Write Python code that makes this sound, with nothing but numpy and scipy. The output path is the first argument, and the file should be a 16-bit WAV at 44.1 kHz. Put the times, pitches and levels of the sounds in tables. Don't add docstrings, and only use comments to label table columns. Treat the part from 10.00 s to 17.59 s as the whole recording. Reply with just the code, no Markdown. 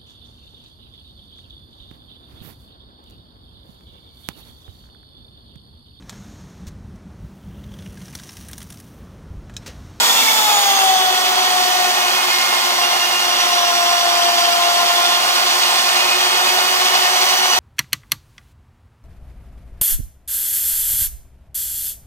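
import sys
import numpy as np
from scipy import signal
from scipy.fft import rfft, irfft, next_fast_len
from scipy.io import wavfile

SR = 44100
rng = np.random.default_rng(int(sys.argv[2]) if len(sys.argv) > 2 else 0)


def wav_out(sig):
    wavfile.write(sys.argv[1], SR, np.round(np.clip(np.atleast_2d(sig).T, -1, 1) * 32767).astype(np.int16))


N = 334719
TIME_S = np.arange(N) / SR
N_FFT = next_fast_len(N)
FREQS_HZ = np.arange(N_FFT // 2 + 1) * SR / N_FFT
MESH_RATIO = 36 / 35
HOP = 100


def amp(db):
    return 10 ** (np.asarray(db) / 20)


def over_time(table):
    return np.interp(TIME_S, *np.transpose(table))


def over_freq(table):
    hz, value = np.transpose(table)
    return np.interp(np.log(FREQS_HZ + 1), np.log(hz), value)


def bell(x, centre, width):
    return np.exp(-(2 * (x - centre) / width) ** 2)


def colour(x, spectrum):
    shaped = rfft(x / x.std(), N_FFT) * amp(over_freq(spectrum))
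    return irfft(shaped, N_FFT)[:N] * np.sqrt(SR / 2)


def wander(rate_hz):
    count = int(rate_hz * N / SR) + 4
    knots = signal.resample(rng.standard_normal(count) + 1j * rng.standard_normal(count), 8 * count)
    return np.interp(TIME_S * rate_hz * 8, np.arange(len(knots)), knots) / np.sqrt(2)


def ring(hz, width_hz):
    return np.sqrt(2) * np.real(wander(width_hz) * np.exp(2j * np.pi * hz * TIME_S))


def impacts(rate_hz, spread_db):
    hits = (rng.random(N) < rate_hz / SR) * rng.standard_normal(N)
    hits *= amp(spread_db * rng.standard_normal(N))
    return hits / hits.std()


def motor_whine(angle, speed_hz, throb):
    # order, level/dB, left-right/dB, left lead/rad, flutter, roughness, spindle throb/dB
    strong = [(2, -21, 6, 1.12, 0.13, 0.11, 0), (1, -42.5, -0.5, 1.27, 0.36, 0.2, -0.7),
              (3, -36, 1.5, 0.7, 0.29, 0.45, .5), (6, -42.5, -2, -0.1, 0.27, 0.49, 1),
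              (7, -39, -3, 1.3, 0.38, 0.63, 3), (10, -36, -5.5, 2.5, 0.39, 0.42, 0),
              (16, -33.5, -2.5, -1.4, 0.32, 0.55, 0)]
    out = 0
    for k, db, pan_db, lead_rad, flutter, rough, throb_db in strong:
        k = round(k)
        level_db = db + flare(k) + throb_db * throb
        if k == 1:
            tones = [(1, 0.5), (MESH_RATIO, 0)]
        elif k == 16:
            tones = [(k * MESH_RATIO, 0)]
        else:
            tones = [(k, 0)]
        for order, trim_db in tones:
            tone_db = level_db + trim_db + resonance(order * speed_hz)
            out = out + partial(order * angle, tone_db, pan_db, lead_rad, flutter, rough)
    return out


def gear_train(angle, throb, feed_db):
    # order, level/dB, left-right/dB, left lead/rad
    armature_tones = [(4, -31.5, 2, 2), (5, -38, -1, -2), (8, -33, -6.5, 1.1), (9, -32.5, 0.5, 2),
                      (11, -38, 3.5, 0.5), (12, -39, 3, 3.5), (13, -41.5, 4, -7), (14, -41, -10, -2),
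                      (15, -44.5, -16, -6), (17, -38.5, 0, 0), (18, -62, -1, -8), (19, -47, -4, 3),
                      (23, -40, -6, 0.6), (24, -49, -9, -2)]
    mesh_tones = [(2, -38.5, 4.5, 0.39), (11, -39, -4, 2.1), (12, -36, -1, 4.6), (20, -48, -2, 0.3),
                  (24, -45, 12, 2.2)]
    shaft_sidebands = [(2.143, -38.5, -18, 0.3), (2.971, -36, 1, 1), (3.029, -36, -1, 0.69),
                       (3.143, -41, 2, 0.7), (5.143, -33, -5, 1.66), (8.143, -37, -10, 1.8),
                       (8.286, -38, -14, 1.9), (12.63, -47.5, -7, 4.9)]
    armature = sum(partial(round(k) * angle, db - 4 + flare(round(k)) + 0.96 * throb, *stereo,
                           flutter=1.0, rough=1.0) for k, db, *stereo in armature_tones)
    tooth_force_db = 0.4 * feed_db
    mesh = sum(partial(round(k) * MESH_RATIO * angle, db + 0.5 + tooth_force_db, *stereo,
                       flutter=0.51, rough=0.43) for k, db, *stereo in mesh_tones)
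    wobble = sum(partial(k * angle, db - 5 + 0.62 * throb, *stereo, flutter=0.58, rough=0.59)
                 for k, db, *stereo in shaft_sidebands)
    return armature + mesh + wobble


def partial(angle, db, pan_db, lead_rad, flutter, rough):
    # f/Hz, gain/dB
    radiation = [(300, 0), (2700, 0.5), (2930, -1), (3200, 2), (3470, 1), (3800, 0), (8800, 0), (9400, 1),
                 (12000, -19)]
    hz = np.gradient(angle[::HOP]) * SR / (2 * np.pi * HOP)
    radiation_db = np.repeat(np.interp(hz, *np.transpose(radiation)), HOP)[:N]
    gain = amp(db + radiation_db) * np.sqrt(2 / (1 + flutter ** 2))
    carrier = gain * np.exp(1j * (angle + rng.uniform(0, 2 * np.pi)))
    shared = 1 + 0.95 * flutter * wander(24) + rough * wander(110)
    apart = flutter * min(0.45 + hz.mean() / 9000, 1) * wander(30)
    left = (carrier * (shared + apart) * np.exp(1j * lead_rad)).real * amp(pan_db / 2)
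    right = (carrier * (shared - apart)).real * amp(-pan_db / 2)
    return np.array([left, right])


def flare(order):
    # order, t/s, width/s, gain/dB
    swells = [(1, 6.4, 0.93, 3.5), (2, 1.792, 0.83, 6.5), (2, 5.73, 1, 2.5), (4, 4.84, 1.7, 4.5),
              (5, 1.84, 1, 6), (5, 2.33, .3, 7), (5, 6.87, 1.7, 8.5), (6, 2.46, 0.65, 11),
              (6, 3, 0.48, 6.5), (6, 6.94, 0.77, 6.5), (7, 6.05, 0.21, 7), (8, 0.42, 0.4, 4.5),
              (8, 3.13, 0.81, 7), (8, 7.1, 2.8, 6.5), (9, 0.9, 0.9, 7.5), (9, 4.416, 0.69, 5.5),
              (10, 5.05, 0.25, 5.5), (10, 6.45, 1.2, 5), (14, 4.4, 1.1, 10), (16, 3.52, 1.4, 6),
              (16, 7.55, 0.6, 8), (23, 5.8, 0.68, 6)]
    return sum(db * bell(TIME_S, at_s, width_s) for k, at_s, width_s, db in swells if round(k) == order)


def resonance(hz):
    # f/Hz, width/Hz, gain/dB
    modes = [(378.7, 26, 7), (430, 52, -4), (711.2, 15.8, -16), (725.8, 21.1, -7), (759, 20, 6),
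             (926, 115, -9.5), (1044.7, 42, 6.5), (1260, 49, 5.5), (1420, 130, -1), (2135, 50.3, 2),
             (2514, 74, 8), (2720, 110, 9), (3497, 70, 6), (5670, 80, 2), (5850, 114.5, -4),
             (6480, 401, 5.5), (6800, 350, 5.5)]
    gain_db = sum(db * bell(hz[::HOP], centre_hz, width_hz) for centre_hz, width_hz, db in modes)
    return np.interp(TIME_S, TIME_S[::HOP], gain_db)


def cutter(angle, throb, feed_db):
    # f/Hz, level/dB
    spectrum = [(500, -93), (1400, -63.5), (1900, -54.5), (2350, -61.5), (3000, -53.5), (3500, -55.5),
                (4000, -57), (4500, -55), (5400, -58.5), (6200, -62), (7700, -69), (8800, -67),
                (10000, -71.5), (16000, -84)]
    # t/s, level/dB
    seating = [(0, -22.5), (.2, -25), (.35, -27), (.9, -27.5), (1.3, -31), (2, -45)]
    # t/s, f/Hz, width/s, level/dB
    catches = [(.197, 3500, .04, -19), (.2, 2750, .05, -21), (.228, 2230, .024, -19),
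               (.288, 2230, .026, -18), (.283, 5500, .04, -21)]
    press_db = 0.64 * throb + 2.2 * wander(60).real
    jog_db = np.cos(angle) + 1.3 * np.cos(2 * angle) + 0.73 * np.cos(4 * MESH_RATIO * angle)
    slips = impacts(rate_hz=20000, spread_db=4.0) * amp(press_db + jog_db)
    scrape = colour(slips, spectrum) * amp(feed_db)
    tube = (ring(3480, 260) + 0.75 * ring(3400, 700)) * amp(over_time(seating) + 1.5 + press_db)
    bites = sum(amp(db) * bell(TIME_S, at_s, width_s) * ring(hz, 0.12 * hz)
                for at_s, hz, width_s, db in catches)
    return scrape + tube + bites


def gearbox(angle, throb, speed_oct, feed_db):
    # f/Hz, level/dB
    spectrum = [(150, -100), (300, -72), (420, -65), (530, -62), (640, -54), (780, -49), (950, -52),
                (1150, -51), (1600, -56.5), (2300, -61), (5000, -81), (16000, -100)]
    knocks = impacts(rate_hz=5000, spread_db=2.5)
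    knocks *= amp(3.4 * np.cos(angle) + 0.5 * throb + 1.3 * wander(25).real)
    return colour(knocks, spectrum) * amp(0.3 + 4.5 * speed_oct + 0.57 * feed_db)


def bench(speed_oct):
    # f/Hz, level/dB
    spectrum = [(60, -100), (130, -80.5), (175, -75.5), (215, -66), (260, -64.5), (310, -70), (500, -72),
                (1500, -110)]
    return colour(rng.standard_normal(N), spectrum) * amp(-2.5 + 18.5 * speed_oct)


def fan(angle, speed_oct, feed_db):
    # f/Hz, level/dB
    spectrum = [(300, -90), (2000, -70), (6500, -64.5), (8000, -67.5), (9500, -69.5), (11400, -74),
                (13200, -66.5), (15600, -71.5)]
    chop_db = 1.4 * np.cos(angle) + 1.1 * np.cos(2 * angle)
    hiss = colour(rng.standard_normal(N) * amp(chop_db), spectrum)
    gust_db = 1.5 * wander(13).real
    return hiss * amp(25.5 * speed_oct + 0.25 * feed_db + gust_db)


def ventilation():
    # f/Hz, level/dB
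    spectrum = [(20, -97), (40, -90), (65, -82.5), (110, -82.5), (200, -85), (800, -105)]
    return colour(rng.standard_normal(N), spectrum)


def warehouse(x, scatter_scale, t60_s):
    # f/Hz, scattered share of the power
    scattered = [(60, 0.057), (300, 0.079), (1000, 0.4), (2100, 0.39), (3100, 0.23), (4200, 0.14),
                 (5400, 0.36), (7100, 0.39), (8500, 0.49), (10000, 0.56), (12000, 0.87), (15000, 0.72)]
    # f/Hz, left lead/rad
    left_lead = [(0, -0.5), (700, 1.38), (1750, 3), (2250, 0.86), (3300, 2), (3650, 2), (4000, 3),
                 (4500, 3.5), (5400, 4.5), (5800, 4.5), (7500, 7), (9200, 9), (16000, 22)]
    # f/Hz, left-right/dB
    balance = [(60, 2), (200, -3.5), (400, 4), (700, 0.5), (1300, -0.5), (2400, -1.5), (3000, 1.5),
               (4500, -7.5), (6500, 1), (9500, 0.5), (11200, 0), (12500, -3.5), (15000, -3.5)]
    t = TIME_S[:SR]
    tail = rng.standard_normal((2, SR)) * (t > 0.004) * amp(-60 * t / t60_s)
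    tail /= np.sqrt(np.sum(tail ** 2, axis=1, keepdims=True))
    share = np.clip(scatter_scale * over_freq(scattered), 0, 1)
    sides = np.array([[0.5], [-0.5]])
    direct = np.exp(1j * (sides + 0.5) * np.interp(FREQS_HZ, *np.transpose(left_lead)))
    response = np.sqrt(1 - share) * direct + np.sqrt(share) * rfft(tail, N_FFT)
    response *= amp(sides * over_freq(balance))
    return irfft(rfft(x, N_FFT) * response, N_FFT)[:, :N]


def scene():
    # t/s, f/Hz
    speed = [(0.0, 472.5), (0.4, 430.4), (0.8, 386.6), (1.0, 373), (1.2, 366.2), (1.6, 365), (2.2, 357.5),
             (2.6, 354.2), (2.85, 350.8), (3.2, 353.3), (3.8, 348.4), (4.5, 346.8), (5.2, 351.5),
             (5.4, 354.3), (5.8, 353.8), (6.2, 358.2), (6.7, 361.5), (7.3, 364)]
    # t/s, level/dB
    feed = [(0, -3), (0.15, -3), (0.6, -1.5), (1.0, -3), (1.4, -1), (4.4, -1), (5.4, 1.0), (7.59, 1.5)]
    working_hz, spindle_reduction = 355, 43
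    speed_hz = over_time(speed) * (1 + 0.001017 * wander(14).real)
    speed_oct = np.log2(speed_hz / working_hz)
    angle = 2 * np.pi * np.cumsum(speed_hz) / SR
    feed_db = over_time(feed)
    throb = np.cos(angle / spindle_reduction) * amp(1.1 * feed_db)
    noise = gearbox(angle, throb, speed_oct, feed_db) + bench(speed_oct)
    noise += cutter(angle, throb, feed_db) + fan(angle, speed_oct, feed_db) + ventilation()
    hall = warehouse(noise, scatter_scale=1.01, t60_s=1.63)
    return hall + gear_train(angle, throb, feed_db) + motor_whine(angle, speed_hz, throb)


def record(dry):
    ceiling, top_hz = 0.98, 15750
    limited = dry / (1 + np.abs(dry / ceiling) ** 8) ** (1 / 8)
    return signal.sosfilt(signal.ellip(12, 0.1, 80, top_hz, fs=SR, output="sos"), limited)


dry = scene()
out = record(dry)
wav_out(out)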